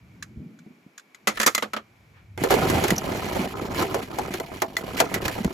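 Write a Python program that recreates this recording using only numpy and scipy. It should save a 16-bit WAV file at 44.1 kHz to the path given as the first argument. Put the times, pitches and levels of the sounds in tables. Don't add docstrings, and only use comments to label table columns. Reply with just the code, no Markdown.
import sys
import numpy as np
from scipy import signal
from scipy.fft import rfft, irfft, next_fast_len
from scipy.io import wavfile
from scipy.ndimage import uniform_filter1d

SR = 44100
rng = np.random.default_rng(int(sys.argv[2]) if len(sys.argv) > 2 else 0)


def store_wav(level_fs):
    pcm = np.round(np.clip(np.atleast_2d(level_fs), -1, 1) * 32767)
    wavfile.write(sys.argv[1], SR, pcm.T.astype(np.int16))


N = 244040
TIME = np.arange(N) / SR
RING_S = .25
AGE = TIME[:int(RING_S * SR)]
EDGES = np.geomspace(28, 18000, 24)
CENTRES = np.sqrt(EDGES[1:] * EDGES[:-1])


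def from_db(db):
    return 10 ** (np.asarray(db) / 20)


def rms_one(x):
    return x / np.sqrt(np.mean(x ** 2) + 1e-20)


def in_time(rows):
    s, *columns = np.transpose(rows)
    return [from_db(np.interp(TIME, s, c, left=-120, right=-120)) for c in columns]


def per_band(points):
    hz, value = np.transpose(points)
    return np.interp(np.log(CENTRES), np.log(hz), value)


def bell(hz, steep_db):
    return -steep_db * np.log2(CENTRES / hz) ** 2


def swell(middle_s, half_s, db):
    return from_db(db) * np.exp(-((TIME - middle_s) / half_s) ** 2)


def drift(per_s):
    knots = rng.standard_normal(int(N / SR * per_s) + 2)
    return np.interp(TIME * per_s, np.arange(len(knots)), knots)


def add(out, start_s, sound):
    i = max(round(start_s * SR), 0)
    out[:, i:i + sound.shape[-1]] += sound[..., :N - i]


# pitch_hz, likeness (0 to 1)
LIKENESS = [(250, 0.97), (1300, 0.15), (4000, 0.36), (7000, 0.9)]


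def noise_bands():
    white, bands = rng.standard_normal((2, 2, N)), []
    for k, alike in enumerate(np.clip(per_band(LIKENESS), 0, 1)):
        band_filter = signal.butter(2, EDGES[k:k + 2], "band", fs=SR, output="sos")
        mid, side = signal.sosfilt(band_filter, white[k % 2])
        stereo = np.sqrt(1 + alike) * mid + np.sqrt(1 - alike) * side * [[1], [-1]]
        bands.append(rms_one(stereo))
    return np.array(bands)


def hump(bands, hz, steep_db):
    return rms_one(np.tensordot(from_db(bell(hz, steep_db)), bands, axes=1))


def resonate(x, modes):
    out = x
    for hz, width, db in modes:
        r = np.exp(-np.pi * width / SR)
        b = (1 - r * r) / 2 * np.array([1, 0, -1])
        a = [1, -2 * r * np.cos(2 * np.pi * hz / SR), r * r]
        out = out + from_db(db) * signal.lfilter(b, a, x + 1e-18)
    return out


def ring_along(x, modes, db):
    return resonate(x, [(hz, np.log(1000) / (np.pi * t60), db + mode_db) for hz, mode_db, t60 in modes])


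# pitch_hz, left_minus_right_db
BALANCE = [(150, 0.5), (600, -4.5), (2200, -2), (6000, 0)]


def shell(bands, band_db, t60, damping, rise_s, tail_db, tail_t60):
    start = rng.integers(N - len(AGE))
    life = t60 * (CENTRES[:, None] / 1000) ** -damping
    fade = from_db(-60 * AGE / life) + from_db(tail_db - 60 * AGE / tail_t60)
    modes = bands[:, :, start:start + len(AGE)] * fade[:, None]
    share = np.sqrt((fade ** 2).sum(1) / (modes ** 2).sum(2).mean(1))
    pan_db = per_band(BALANCE) + 6 * (1 - per_band(LIKENESS)) * rng.standard_normal(len(CENTRES))
    gains = (share * from_db(band_db))[:, None] * from_db(np.outer(pan_db, [.5, -.5]))
    return np.einsum("bc,bct->ct", gains, modes) * (1 - np.exp(-AGE / rise_s))


DETUNE, SCATTER_DB = .008, 3
CONTACT_S = 0.00057


def ping(modes, tilt_db=0, detune=DETUNE):
    hz, db, t60 = np.transpose(modes)[:, :, None]
    hz = hz * (1 + detune * rng.standard_normal(hz.shape))
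    strength, phase = rng.standard_normal((2, 2, len(modes), 1))
    level_db = db + tilt_db * np.log2(hz / hz[0]) + SCATTER_DB * strength
    rings = from_db(level_db - 60 * AGE / t60) * np.sin(2 * np.pi * hz * AGE + .5 * phase)
    return rings.sum(1) * (1 - np.exp(-AGE / CONTACT_S))


def own_ring(blow, low_hz, db, sharpness, count):
    pitches = low_hz * 2 ** (3 * (np.arange(count) + rng.random(count)) / count)
    return resonate(blow, [(hz, hz / sharpness, db) for hz in pitches]) * from_db(-db / 2)


RATE_POWER = .55


def jostle(bands, spectrum, force, per_s, spread_db, t60, fits_db, count):
    signs = rng.choice([-1, 1], N)
    sizes = from_db(spread_db * np.minimum(rng.exponential(1, N), 3)) * signs
    activity = from_db(fits_db * np.array([drift(per_s=33) for _ in range(count)]))
    activity /= np.sqrt(np.mean(activity ** 2, axis=0))
    busy = np.maximum(force / force.max(), .06) ** RATE_POWER
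    touches = rng.random(N) < busy * per_s / SR
    clicks = rms_one(sizes * touches / np.sqrt(busy)) * force * activity
    dealt, out = rng.integers(count, size=N), 0
    for k in range(count):
        voicing_db = 5 * np.cos(2 * np.pi * (np.log2(CENTRES) / 2 + k / count))
        blow = shell(bands, per_band(spectrum) + voicing_db, t60, damping=0.15, rise_s=0.00014,
                     tail_db=-13.0, tail_t60=0.081)
        ringing = own_ring(blow, low_hz=spectrum[1][0], db=2.5, sharpness=23.0, count=7)
        body = rms_one(ringing) / np.sqrt(len(AGE))
        out = out + signal.oaconvolve((clicks[k] * (dealt == k))[None], body, axes=1)[:, :N]
    return out


# start_s, level_db
HANDLING = [(0.0, -53.5), (0.4, -56), (0.52, -97), (1.1, -102.5), (1.3, -62), (1.9, -63), (2.4, -44.5)]
# start_s, level_db (before a trim in air)
WIND = [(0.0, -62), (0.33, -48.5), (0.41, -37.5), (0.58, -51), (0.86, -63), (1.02, -82), (1.25, -60.5),
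        (2.38, -76.5)]
# middle_s, half_s, level_db
SWISH = (2.18, 0.032, -60.5)
# pitch_hz, relative_level_db
OUTDOORS = [(60, -42.5), (250, 0.5), (2000, 1), (4000, -4.5), (15000, -8.5)]
HEAP_RUMBLE_DB = -9.5


def air(bands, motion):
    (handling,), (flutter,) = in_time(HANDLING), in_time(WIND)
    deep = handling + from_db(HEAP_RUMBLE_DB) * motion
    rumble = deep * hump(bands, hz=100.8, steep_db=22.5)
    wind = from_db(-1.5) * flutter * hump(bands, hz=201.4, steep_db=24.5)
    swish = swell(*SWISH) * hump(bands, hz=1580, steep_db=10.5)
    hiss = rms_one(np.tensordot(from_db(per_band(OUTDOORS)), bands, axes=1))
    hiss_gain = from_db(-63.0 + drift(per_s=6.5))
    return rumble + wind + swish + hiss_gain * resonate(hiss, [(2280, 200, 6)])


# start_s, level_db (before the trim in thumps), pitch_hz
THUMPS = [(0.37, -24, 91), (0.662, -32.5, 237), (0.704, -36, 250), (0.863, -37.5, 199), (2.413, -13.5, 220),
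          (2.911, -9.5, 208), (3.394, -17.5, 220), (3.615, -16.5, 296), (5.404, -17, 227),
          (5.44, -13.5, 55.4), (5.448, -10, 210)]


def thumps(bands):
    out = np.zeros((2, N))
    for start_s, db, hz in THUMPS:
        bump = shell(bands, db + bell(hz, steep_db=25.5), t60=0.054, damping=0.1, rise_s=0.0028,
                     tail_db=-12, tail_t60=0.089)
        add(out, start_s, bump)
    return from_db(-5.5) * out


# pitch_hz, relative_level_db
CAR_COLOUR = [(50, -46), (130, -29.5), (220, -8), (600, 3.5), (1300, -10.5), (3500, -10), (6500, 2.5),
              (15000, -12)]


def car_blow(bands, db, colour, t60):
    return shell(bands, db + per_band(CAR_COLOUR) + per_band(colour), t60, damping=0.2, rise_s=0.0015,
                 tail_db=-30.5, tail_t60=0.29)


# pitch_hz, relative_level_db, t60_s
CAR_RING = [(3475, -15, 0.0408), (4040, -15, 0.044), (6800, -6.5, .02)]


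def car_tap(note_hz, tilt_db):
    return ping([(note_hz, 0, .024), *CAR_RING], tilt_db)


CHATTER_S, CHATTER_LOSS_DB = .004, 4


def chatter(start_s, db, note_hz, tilt_db):
    out = np.zeros((2, N))
    for k, gap in enumerate(CHATTER_S * rng.uniform(0.39, 1, size=4)):
        add(out, start_s, from_db(db - CHATTER_LOSS_DB * k) * car_tap(note_hz, tilt_db))
        start_s += gap * (k + 1)
    return out


# start_s, level_db (before the trim in toy_cars), note_hz
TICKS = [(0.2246, -24, 1690), (0.589, -46, 1470), (0.978, -30.5, 1720), (0.995, -39, 1540),
         (1.1462, -36, 2020)]
# pitch_hz, relative_level_db
GRIP = [(700, -68), (1300, 0.5), (6000, -10.5)]
# start_s, strength_db (before the trim), hardness_db, note_hz, t60_s (at 1 kHz), clean_ring_db (re strength)
CLATTER = [(1.2715, -10, 1, 2000, 0.12, -7), (1.3719, -19.5, 3.5, 1750, 0.061, -4),
           (1.399, -10, 1.5, 1880, 0.055, -6.5), (1.4127, -14.5, 7, 1700, 0.076, -6),
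           (1.4298, -12, 4.5, 1820, 0.057, -2), (1.4625, -5.5, 2, 1800, 0.085, -8.5),
           (1.474, -7, -2, 2140, 0.057, -6), (1.548, -10, 8.5, 2047, 0.04, -1.5),
           (1.5781, -13.5, 2.5, 2050, 0.049, -0.5), (1.6232, -15, -2, 1370, 0.097, -26),
           (1.7333, -16, -0.5, 1310, 0.062, -3), (1.7636, -20, -0.5, 1290, 0.093, -18)]
# middle_s, half_s, level_db (before the trim)
SCRAPE = (1.39, .06, -37)
# pitch_hz, width_hz, level_db
TUB_MODES = [(215, 20, 6.3), (1264, 190, 1.5)]
# pitch_hz, relative_level_db
SCUFF = [(500, -5), (1550, 0), (2150, 6.5), (4200, 0), (7000, -2), (15000, 1.5)]
TUB_DB = -15.5
CAR_NOTE_WIDTH_HZ, CAR_NOTE_DB = 150, 8.5
SHARP_DB = 2.5


def toy_cars(bands):
    out = jostle(bands, SCUFF, swell(*SCRAPE), per_s=300, spread_db=6.0, t60=.03, fits_db=-3.5, count=2)
    for start_s, db, note_hz in TICKS:
        tick = car_blow(bands, db, GRIP, t60=0.062)
        add(out, start_s, tick + from_db(db + 1) * car_tap(note_hz, tilt_db=1))
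    for start_s, db, hard_db, note_hz, t60, ring_db in CLATTER:
        click_db = db - SHARP_DB + hard_db
        colour = [(700, TUB_DB - hard_db), (1300, -0.88), (3500, -0.94),
                  (6000, click_db), (12000, click_db + 6.5)]
        blow = car_blow(bands, db, colour, t60)
        car_note = (note_hz, CAR_NOTE_WIDTH_HZ, ring_db + CAR_NOTE_DB)
        add(out, start_s, resonate(blow, [*TUB_MODES, car_note]))
        out += chatter(start_s + 0.0016, db + ring_db, note_hz, tilt_db=0.3 * click_db)
    return from_db(-2.5) * out


# start_s, level_db (before the trim in high_rings_and_squeaks), pitch_hz
HIGH_RINGS_AND_SQUEAKS = [(2.962, -21, 5860), (2.9803, -11, 6080), (4.193, -35, 4260)]


def high_rings_and_squeaks():
    out = np.zeros((2, N))
    for start_s, db, pitch_hz in HIGH_RINGS_AND_SQUEAKS:
        wobble = rms_one(uniform_filter1d(rng.standard_normal(len(AGE)), size=24))
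        phase = 2 * np.pi * np.cumsum(pitch_hz + 420 * wobble) / SR
        tone = np.sin(phase) + from_db(-10.5) * np.sin(2 * phase)
        rise = AGE / 0.0021
        add(out, start_s, from_db(db - 6.5) * rise * np.exp(1 - rise) * tone)
    return out


# pitch_hz, relative_level_db, t60_s
HOLLOW_MODES = [(377, 1, .04), (480, -4.5, 0.084), (661, -0.5, 0.13), (762, -7, 0.089), (870, -5, .07)]
POCKS_PER_S, POCK_DB, POCK_SPREAD_DB = 30, -5, 3


def pocks(motion):
    out = np.zeros((2, N))
    for when, size in rng.random((round(POCKS_PER_S * N / SR), 2)):
        gain = motion[int(when * N)] * from_db(POCK_DB + POCK_SPREAD_DB * (2 * size - 1.5))
        add(out, when * N / SR, gain * ping(HOLLOW_MODES, detune=0.066))
    return out


# start_s, strength_db (before the trim in knocks), hardness_db (of the treble), note_hz, t60_s (at 1 kHz)
KNOCKS = [(2.376, -30.5, 1.5, 306, 0.026), (2.4365, -21.5, 2.5, 473, 0.09), (2.5048, -16, -2.5, 1680, 0.13),
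          (2.5218, -17, -16, 367, 0.076), (2.5395, -15, -1, 440, 0.024), (2.6984, -31.5, 9, 345, 0.16),
          (2.8381, -25, 5, 335, 0.13), (2.8808, -36, 14.5, 412, 0.095), (2.904, -29, 14.5, 301, 0.074),
          (3.821, -27.5, -1, 363, 0.16), (3.9428, -24.5, -1.5, 480, 0.14), (4.185, -25, -2.5, 826, .11),
          (4.338, -32.5, 7, 344, 0.085), (4.399, -25.5, 2.5, 490, 0.031), (4.6191, -23, 5, 840, 0.085),
          (4.767, -26.5, 15, 2020, 0.014), (5.001, -16, 6, 687, .1), (5.1403, -37.5, 16, 1980, 0.2),
          (5.2798, -39, 20, 1750, 0.056), (5.4453, -26, 3.5, 316, 0.034)]
# pitch_hz, relative_level_db
KNOCK_COLOUR = [(40, -66), (150, -23.5), (350, -7), (750, -1), (1700, -5), (3500, -8.5), (7000, 3),
                (15000, 1)]
# pitch_hz, relative_level_db, t60_s
SKIN_MODES = [(2020, -0.5, 0.044), (3412, -2, 0.018), (4267, -7.5, 0.054), (7190, 2.5, 0.014)]
HOLLOW_DB, SKIN_DB = -5, -5.5
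CLICK_DB = -6


def knocks(bands):
    out = np.zeros((2, N))
    for start_s, db, hard_db, note_hz, t60 in KNOCKS:
        hardness = [(700, 0), (1700, hard_db), (3500, hard_db), (6000, hard_db + CLICK_DB)]
        colour = db + per_band(KNOCK_COLOUR) + per_band(hardness)
        blow = shell(bands, colour, t60, damping=0.53, rise_s=0.00076, tail_db=-21.0, tail_t60=0.12)
        add(out, start_s, resonate(blow, [(note_hz, 80, 7)]))
        hollow = from_db(db + HOLLOW_DB) * ping(HOLLOW_MODES)
        skin = from_db(db + hard_db + SKIN_DB) * ping(SKIN_MODES)
        add(out, start_s + 0.001003, hollow + skin)
    return from_db(-3.0) * out


# middle_s, half_s, level_db
RUBS = [(2.518, 0.019, -30), (3.792, 0.038, -38.5), (4.346, 0.034, -41), (4.986, 0.024, -30),
        (5.254, 0.0066, -28)]
# pitch_hz, relative_level_db
BUMP = [(85, -32), (180, 4), (380, -2), (1200, -1), (2200, -25)]
SCUFF_DB = -6


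def stirring(bands, motion):
    slip = from_db(SCUFF_DB) * motion + sum(swell(*rub) for rub in RUBS)
    bumps = jostle(bands, BUMP, motion, per_s=300, spread_db=0.5, t60=0.0177, fits_db=4.5, count=9)
    scuffs = jostle(bands, SCUFF, slip, per_s=1000, spread_db=2.5, t60=.05, fits_db=.5, count=8)
    return bumps + ring_along(scuffs, SKIN_MODES, db=-4.5)


# start_s, level_db
EFFORT = [(2.38, -34), (2.57, -24.5), (2.77, -24), (3.04, -33.5), (3.14, -29), (3.43, -29), (3.52, -37.5),
          (3.75, -32), (3.8, -25.5), (3.88, -33), (4.02, -34), (4.07, -41.5), (4.23, -33.5), (4.44, -42.5),
          (4.57, -36.5), (4.7, -46), (4.82, -37), (5.09, -35), (5.28, -31), (5.53, -38.5)]


def scene():
    bands, (motion,) = noise_bands(), in_time(EFFORT)
    background = air(bands, motion) + thumps(bands)
    struck = ring_along(stirring(bands, motion) + knocks(bands), HOLLOW_MODES, db=-4.5)
    pit = struck + pocks(motion) + high_rings_and_squeaks()
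    return background + toy_cars(bands) + pit


# pitch_hz, left_lead_turns
PORT_TURNS = [(6500, 0), (9000, .5), (11800, 1), (13000, 1), (15200, 1.5)]
CEILING, CUTOFF_HZ = .85, 15900


def record(dry):
    size = next_fast_len(N + len(AGE))
    turns = np.interp(np.arange(size // 2 + 1) * SR / size, *np.transpose(PORT_TURNS))
    right = irfft(rfft(dry[1], size) * np.exp(-2j * np.pi * turns), size)[:N]
    bass_cut = signal.butter(2, 28, "high", fs=SR, output="sos")
    thinned = signal.sosfilt(bass_cut, [dry[0], right])
    rounded = CEILING * np.tanh(thinned / CEILING)
    top_cut = signal.ellip(10, .2, 80, CUTOFF_HZ, fs=SR, output="sos")
    return signal.sosfilt(top_cut, rounded)


dry = scene()
out = record(dry)
store_wav(out)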